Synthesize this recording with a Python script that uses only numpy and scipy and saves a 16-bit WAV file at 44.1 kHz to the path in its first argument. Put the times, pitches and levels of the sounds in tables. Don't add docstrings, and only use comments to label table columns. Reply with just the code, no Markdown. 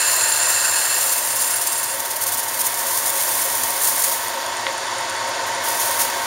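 import sys
import numpy as np
from scipy import signal
from scipy.fft import rfft, irfft
from scipy.io import wavfile
from scipy.ndimage import map_coordinates

SR = 44100
rng = np.random.default_rng(int(sys.argv[2]) if len(sys.argv) > 2 else 0)


def store_wav(level_fs):
    pcm = np.round(np.clip(np.atleast_2d(level_fs), -1, 1) * 32767)
    wavfile.write(sys.argv[1], SR, pcm.T.astype(np.int16))


N = 276066
TIME, FREQ = np.arange(N) / SR, np.fft.rfftfreq(N, 1 / SR)
SPINDLE_HZ, SHAFT_HZ, BELT_HZ = 18.35, 27.4, 3.28


def gain_of(db):
    return 10 ** (np.asarray(db) / 20)


def unit_rms(x):
    return x / np.sqrt(np.mean(x ** 2) + 1e-20)


def curve(rows, outside_db=None):
    return np.interp(TIME, *np.transpose(rows), left=outside_db, right=outside_db)


def ramp(start_s, length_s):
    return np.clip((TIME - start_s) / length_s, 0, 1)


def spectrum(points):
    hz, db = np.transpose(points)
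    return np.interp(np.log(FREQ + 1), np.log(hz), db)


def colour(x, db):
    return unit_rms(irfft(rfft(x) * gain_of(db), N))


def band(x, hz, width_hz):
    return irfft(rfft(x) * np.exp(-((FREQ - hz) / width_hz) ** 2), N)


def drift(hz):
    return unit_rms(irfft(rfft(rng.standard_normal(N)) * np.exp(-(FREQ / hz) ** 2), N))


def grains(per_s, spread_db):
    size = gain_of(spread_db * np.minimum(rng.exponential(1, N), 4))
    return unit_rms(size * rng.choice([-1, 1], N) * (rng.random(N) < per_s / SR))


def crowded_modes(spacing_hz):
    return unit_rms(rfft(rng.standard_normal(N) * np.exp(-TIME * spacing_hz)).real)


def add(mix, start_s, sound):
    part = mix[round(start_s * SR):][:len(sound)]
    part += sound[:len(part)]


def blows(rows, modes, gain_db, scatter, contact_s):
    out, t = np.zeros(N), np.arange(SR // 4) / SR
    for start_s, db in rows:
        detunes = 1 + scatter * rng.standard_normal(len(modes))
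        ring = sum(gain_of(mode_db - 60 * t / t60_s) * np.sin(2 * np.pi * hz * detune * t)
                   for (hz, mode_db, t60_s), detune in zip(modes, detunes))
        onset = 1 - np.exp(-(t / contact_s) ** 2)
        add(out, start_s, gain_of(db + gain_db) * ring * onset)
    return out


def strokes(rows, gain_db, rise_s, fall_s):
    power = np.zeros(N)
    for start_s, db, length_s in rows:
        t = np.arange(int((length_s + .1) * SR)) / SR
        bite = 1 - np.exp(-t / rise_s)
        release = np.exp(-np.maximum(t - length_s, 0) / fall_s)
        add(power, start_s, (gain_of(db + gain_db) * bite * release) ** 2)
    return power


def snags(per_s, size_db, fall_s):
    catches = rng.random(N) * (rng.random(N) < per_s / SR)
    surge = signal.lfilter([1], [1, -np.exp(-1 / (fall_s * SR))], catches)
    return np.hypot(1, gain_of(size_db) * unit_rms(surge))


def reflections(x, wet_db, t60_s):
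    t = np.arange(SR // 2) / SR
    tail = rng.standard_normal(len(t)) * gain_of(-60 * t / t60_s) * (t > .003)
    return x + gain_of(wet_db) * signal.fftconvolve(x, tail / np.linalg.norm(tail))[:N]


# time in seconds, relative level in dB.
HEADSTOCK_LEVEL = [(0, -30.5), (.4, -30.5), (1.3, -32), (2.1, -33), (3.3, -30.5), (4.3, -30.5), (5.1, -29),
                   (6.26, -28.5)]
# frequency in Hz, relative density in dB.
HEADSTOCK_SPECTRUM = [(25, -30), (70, -22), (190, -22.5), (290, -10.5), (450, -7), (700, -5), (1300, -5),
                      (2100, -4), (2500, -8), (4000, -9), (7000, -10), (9300, -14), (10800, -21.5),
                      (15500, -33)]
# frequency in Hz, width in Hz, lift in dB.
CASTING_MODES = [(107, 44, 13), (146.5, 14, 6), (246.6, 13.3, 10), (556, 78, 7), (678, 113, 6.5),
                 (887, 60, 6), (1019, 250, 8.5), (1710, 370, 2), (1896, 88, 4.5), (3420, 160, 3),
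                 (4570, 200, 4), (6860, 300, 3.5)]
# time in seconds, band gain in dB.
BOOM_GAIN = [(0, -9), (.7, -8), (1.3, 0.5), (5.2, 0.5), (6, 2.5)]


def headstock(gain_db=4.0, throb_depth=0.12, ripple_db=2.24):
    modes_db = sum(db / (1 + (2 * (FREQ - hz) / width_hz) ** 4) for hz, width_hz, db in CASTING_MODES)
    treble_db = ripple_db * crowded_modes(spacing_hz=35) * np.minimum(FREQ / 2000, 1) ** 2
    body_db = spectrum(HEADSTOCK_SPECTRUM) + modes_db + treble_db
    rattle = colour(grains(per_s=12000, spread_db=2.0), body_db)
    throb = band(rattle, hz=1000, width_hz=350) * np.cos(2 * np.pi * SHAFT_HZ * TIME)
    boom = band(rattle, hz=230, width_hz=55) * (gain_of(curve(BOOM_GAIN)) - 1)
    return gain_of(curve(HEADSTOCK_LEVEL) + gain_db) * (rattle + throb_depth * throb + boom)


# frequency in Hz, relative level in dB.
GEAR_TONES = [(102.8, -61), (119.9, -62), (358.9, -52), (376.8, -58), (536.9, -45), (543.5, -49),
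              (550.1, -49), (693.5, -47), (899.6, -43.5), (927.2, -35.5), (954.8, -46), (1098.9, -46),
              (1314.7, -48), (1476.2, -47), (1499.1, -48), (1554.8, -47), (1584.3, -50), (2002.4, -52)]
# time in seconds, gain in dB.
MESH_GAIN = [(0, -4.5), (1.2, -7.5), (2.2, 0), (3.3, -0.5), (4.6, 3), (5.3, 4), (6.0, 6)]


def gear_whine(gain_db=-2.0, wow=0.00054, flutter_db=1.5, rough_rad=0.2):
    clock_s = np.cumsum(1 + wow * drift(hz=2.94)) / SR
    out = np.zeros(N)
    for hz, db in GEAR_TONES:
        relief_db = curve(MESH_GAIN) * (hz > 200)
        phase = 2 * np.pi * (hz * clock_s + rng.random()) + rough_rad * drift(hz=25)
        out += gain_of(gain_db + db + relief_db + flutter_db * drift(hz=14)) * np.cos(phase)
    return np.sqrt(2) * out


def belt(drive, depth=0.38, seam_s=0.13):
    drone = band(drive, hz=541, width_hz=28)
    return drive + depth * drone * np.cos(2 * np.pi * BELT_HZ * (TIME - seam_s))


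# start in seconds, relative level in dB.
METAL_TICKS = [(4.2817, -17.5), (4.4622, -20), (4.569, -21), (4.7795, -21), (4.8688, -25), (4.9835, -20),
               (5.0966, -19.5), (5.1642, -22), (5.2764, -24), (5.5488, -23)]
# frequency in Hz, relative level in dB, T60 in seconds.
TICK_RING = [(6970, -1.5, .018), (8600, -3, 0.018), (9000, 1.5, 0.019), (9730, -3, .018),
             (11300, -13, .012)]


def metal_ticks():
    return blows(METAL_TICKS, TICK_RING, gain_db=-2.0, scatter=0.011, contact_s=.0003)


# start in seconds, relative level in dB.
LEVER_KNOCKS = [(4.6671, -9.5)]
# frequency in Hz, relative level in dB, T60 in seconds.
LEVER_RING = [(1540, -12, .025), (1900, 4, 0.0061), (2100, -10, 0.042), (3000, -0.5, 0.0073),
              (3400, -2, 0.011), (4500, -29, .2)]


def lever():
    return blows(LEVER_KNOCKS, LEVER_RING, gain_db=1.0, scatter=0.0062, contact_s=0.00023)


# start in seconds, relative level in dB, length in seconds.
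TANGLE_TUGS = [(5.462, -32, .012), (5.638, -26, .012), (5.798, -20, .01), (5.84, -24, .04),
               (5.991, -18.5, 0.031)]
# frequency in Hz, relative density in dB.
TANGLE_SPECTRUM = [(500, -27), (2000, -11), (4000, -10), (6000, -2.5), (9500, 1), (12000, -3), (15700, -4)]


def tangle(pull_s=5.575, grip_s=0.1, free_s=6.04, settle_s=0.072,
           held_db=-51, drag_db=-23, carry_db=-30.5):
    level_db = held_db + (drag_db - held_db) * ramp(pull_s, grip_s)
    level_db += (carry_db - drag_db) * ramp(free_s, settle_s)
    drag = gain_of(level_db) * (TIME > TANGLE_TUGS[0][0])
    tug_power = strokes(TANGLE_TUGS, gain_db=1.5, rise_s=0.0009, fall_s=0.025)
    catching = snags(per_s=240, size_db=-4, fall_s=.003)
    clicks = grains(per_s=22000, spread_db=1.5) * catching
    return np.sqrt(drag ** 2 + tug_power) * colour(clicks, spectrum(TANGLE_SPECTRUM))


# frequency in Hz, relative density in dB.
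SWARF_SPECTRUM = [(500, -21), (2000, -15.5), (3600, -9.5), (5400, -3.5), (6600, 0.5), (8700, 4.5),
                  (10500, 3), (11600, 0.5), (14000, 2), (15700, -1)]


def loose_chips(level_db=-49):
    patter = reflections(grains(per_s=70, spread_db=4), wet_db=0, t60_s=.015)
    return gain_of(level_db) * colour(patter, spectrum(SWARF_SPECTRUM))


# start and end in seconds, relative level in dB, contact in seconds.
LOOSE_CURLS = [(1.123, 1.2, -19.5, 0.014), (1.358, 1.44, -18.5, .014), (1.503, 1.86, -19, 0.013),
               (1.995, 2.18, -22.5, .012), (2.21, 2.4, -19.5, 0.03), (2.426, 2.56, -22.5, 0.018),
               (2.589, 2.67, -19, 0.03)]


def lashes(scatter_db=0.9):
    hits = [(hit_s, db, contact_s) for start_s, end_s, db, contact_s in LOOSE_CURLS
            for hit_s in np.arange(start_s, end_s, 1 / SPINDLE_HZ)]
    offsets_db = scatter_db * rng.standard_normal(100)
    uneven = [(hit_s, db + offset_db, contact_s)
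              for (hit_s, db, contact_s), offset_db in zip(hits, offsets_db)]
    return strokes(uneven, gain_db=-0.6, rise_s=0.0008, fall_s=0.006)


# time in seconds, relative level in dB.
RUB_LEVEL = [(0.0, -30.5), (0.37, -30.5), (0.81, -29), (1.04, -25.5), (1.28, -28), (1.72, -30.5),
             (2.01, -32.5), (2.18, -32), (2.49, -32), (2.59, -31), (3.33, -24.5), (3.74, -28),
             (3.99, -24.5), (4.05, -24), (4.31, -37), (4.67, -52), (4.75, -52)]
# start in seconds, relative level in dB, length in seconds.
JAW_SCRAPES = [(.07, -23, 0.094), (.485, -18, 0.011), (2.79, -23.5, .016), (2.86, -20.5, 0.099),
               (3.054, -19, 0.027), (3.19, -25.5, .06), (3.676, -22, .02), (3.82, -17.5, 0.077),
               (4.112, -20, 0.022)]


def swarf(rub_gain_db=5.5, jaw_db=0.4, sway_db=0.5):
    wobble_db = jaw_db * np.sin(2 * np.pi * 2 * SPINDLE_HZ * TIME) + sway_db * drift(hz=10)
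    rub = gain_of(curve(RUB_LEVEL, outside_db=-90) + rub_gain_db + wobble_db)
    scrape_power = strokes(JAW_SCRAPES, gain_db=-0.7, rise_s=0.0019, fall_s=0.031)
    pressure = np.sqrt(rub ** 2 + lashes() + scrape_power)
    catching = snags(per_s=300, size_db=-3, fall_s=.004)
    clicks = grains(per_s=22000, spread_db=1.0) * catching
    return pressure * colour(clicks, spectrum(SWARF_SPECTRUM))


# nominal frequency in Hz, width in Hz, relative level in dB,
# how closely it follows the force from 0 to 1.
TOOL_MODES = [(1583, 230, -10.5, 0.7), (1820, 86, -17, 1), (2700, 112, -13.5, 0.57), (4240, 280, -12, 0.9),
              (4990, 890, -12.5, 0.55), (6880, 430, -12, 0.5), (7290, 190, -2, 0.72), (8480, 610, -6, 0.18),
              (9260, 190, -14, 0.55), (9850, 150, -9, 0.23), (10600, 200, -14.5, 0.15)]


def cutting(force_db=-19.5, slacken_s=0.55, slacken_db_per_s=6, thin_s=1.04, thinning_s=0.097,
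            thin_drop_db=6.5, end_s=1.95, fade_s=0.14, pitch_rise_per_s=.012, nominal_pitch_s=.7):
    thin = ramp(thin_s - thinning_s / 2, thinning_s)
    eased_db = slacken_db_per_s * np.maximum(TIME - slacken_s, 0) + thin_drop_db * thin
    judder_db = 1.5 * drift(hz=140) + 1.3 * thin * drift(hz=30)
    ripple = gain_of(2.7 * crowded_modes(spacing_hz=35))
    squeal = np.zeros(N)
    for hz, width_hz, db, follow in TOOL_MODES:
        detune = 2 * (FREQ - hz) / width_hz
        response = ripple / (1 + 1j * detune) / (1 + 1j * detune / 5.8)
        surge_db = 0.4 * drift(hz=30)
        shear = gain_of(judder_db + surge_db) * grains(per_s=7000, spread_db=2.5)
        ring = unit_rms(irfft(rfft(shear) * response, N))
        squeal += ring * gain_of(force_db + db - follow * eased_db)
    pitch_ratio = 1 + pitch_rise_per_s * (TIME - nominal_pitch_s)
    rising = map_coordinates(squeal, [np.cumsum(pitch_ratio)], order=3)
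    return rising * (1 - ramp(end_s - fade_s / 2, fade_s))


def scene():
    impacts = reflections(metal_ticks() + lever(), wet_db=-8, t60_s=.16)
    drive = belt(headstock() + gear_whine())
    mono = drive + cutting() + swarf() + tangle() + loose_chips() + impacts
    return np.array([mono, mono])


def record(dry, notch_hz=7860, notch_width_hz=720, notch_floor=0.03, cutoff_hz=15780):
    detune = 2j * (FREQ - notch_hz) / notch_width_hz
    notched = irfft(rfft(dry) * (notch_floor + detune) / (1 + detune), N)
    lowpass = signal.firwin(1023, cutoff_hz, window=("kaiser", 9), fs=SR)
    return signal.oaconvolve(notched, lowpass[None], "same")


dry = scene()
out = record(dry)
store_wav(out)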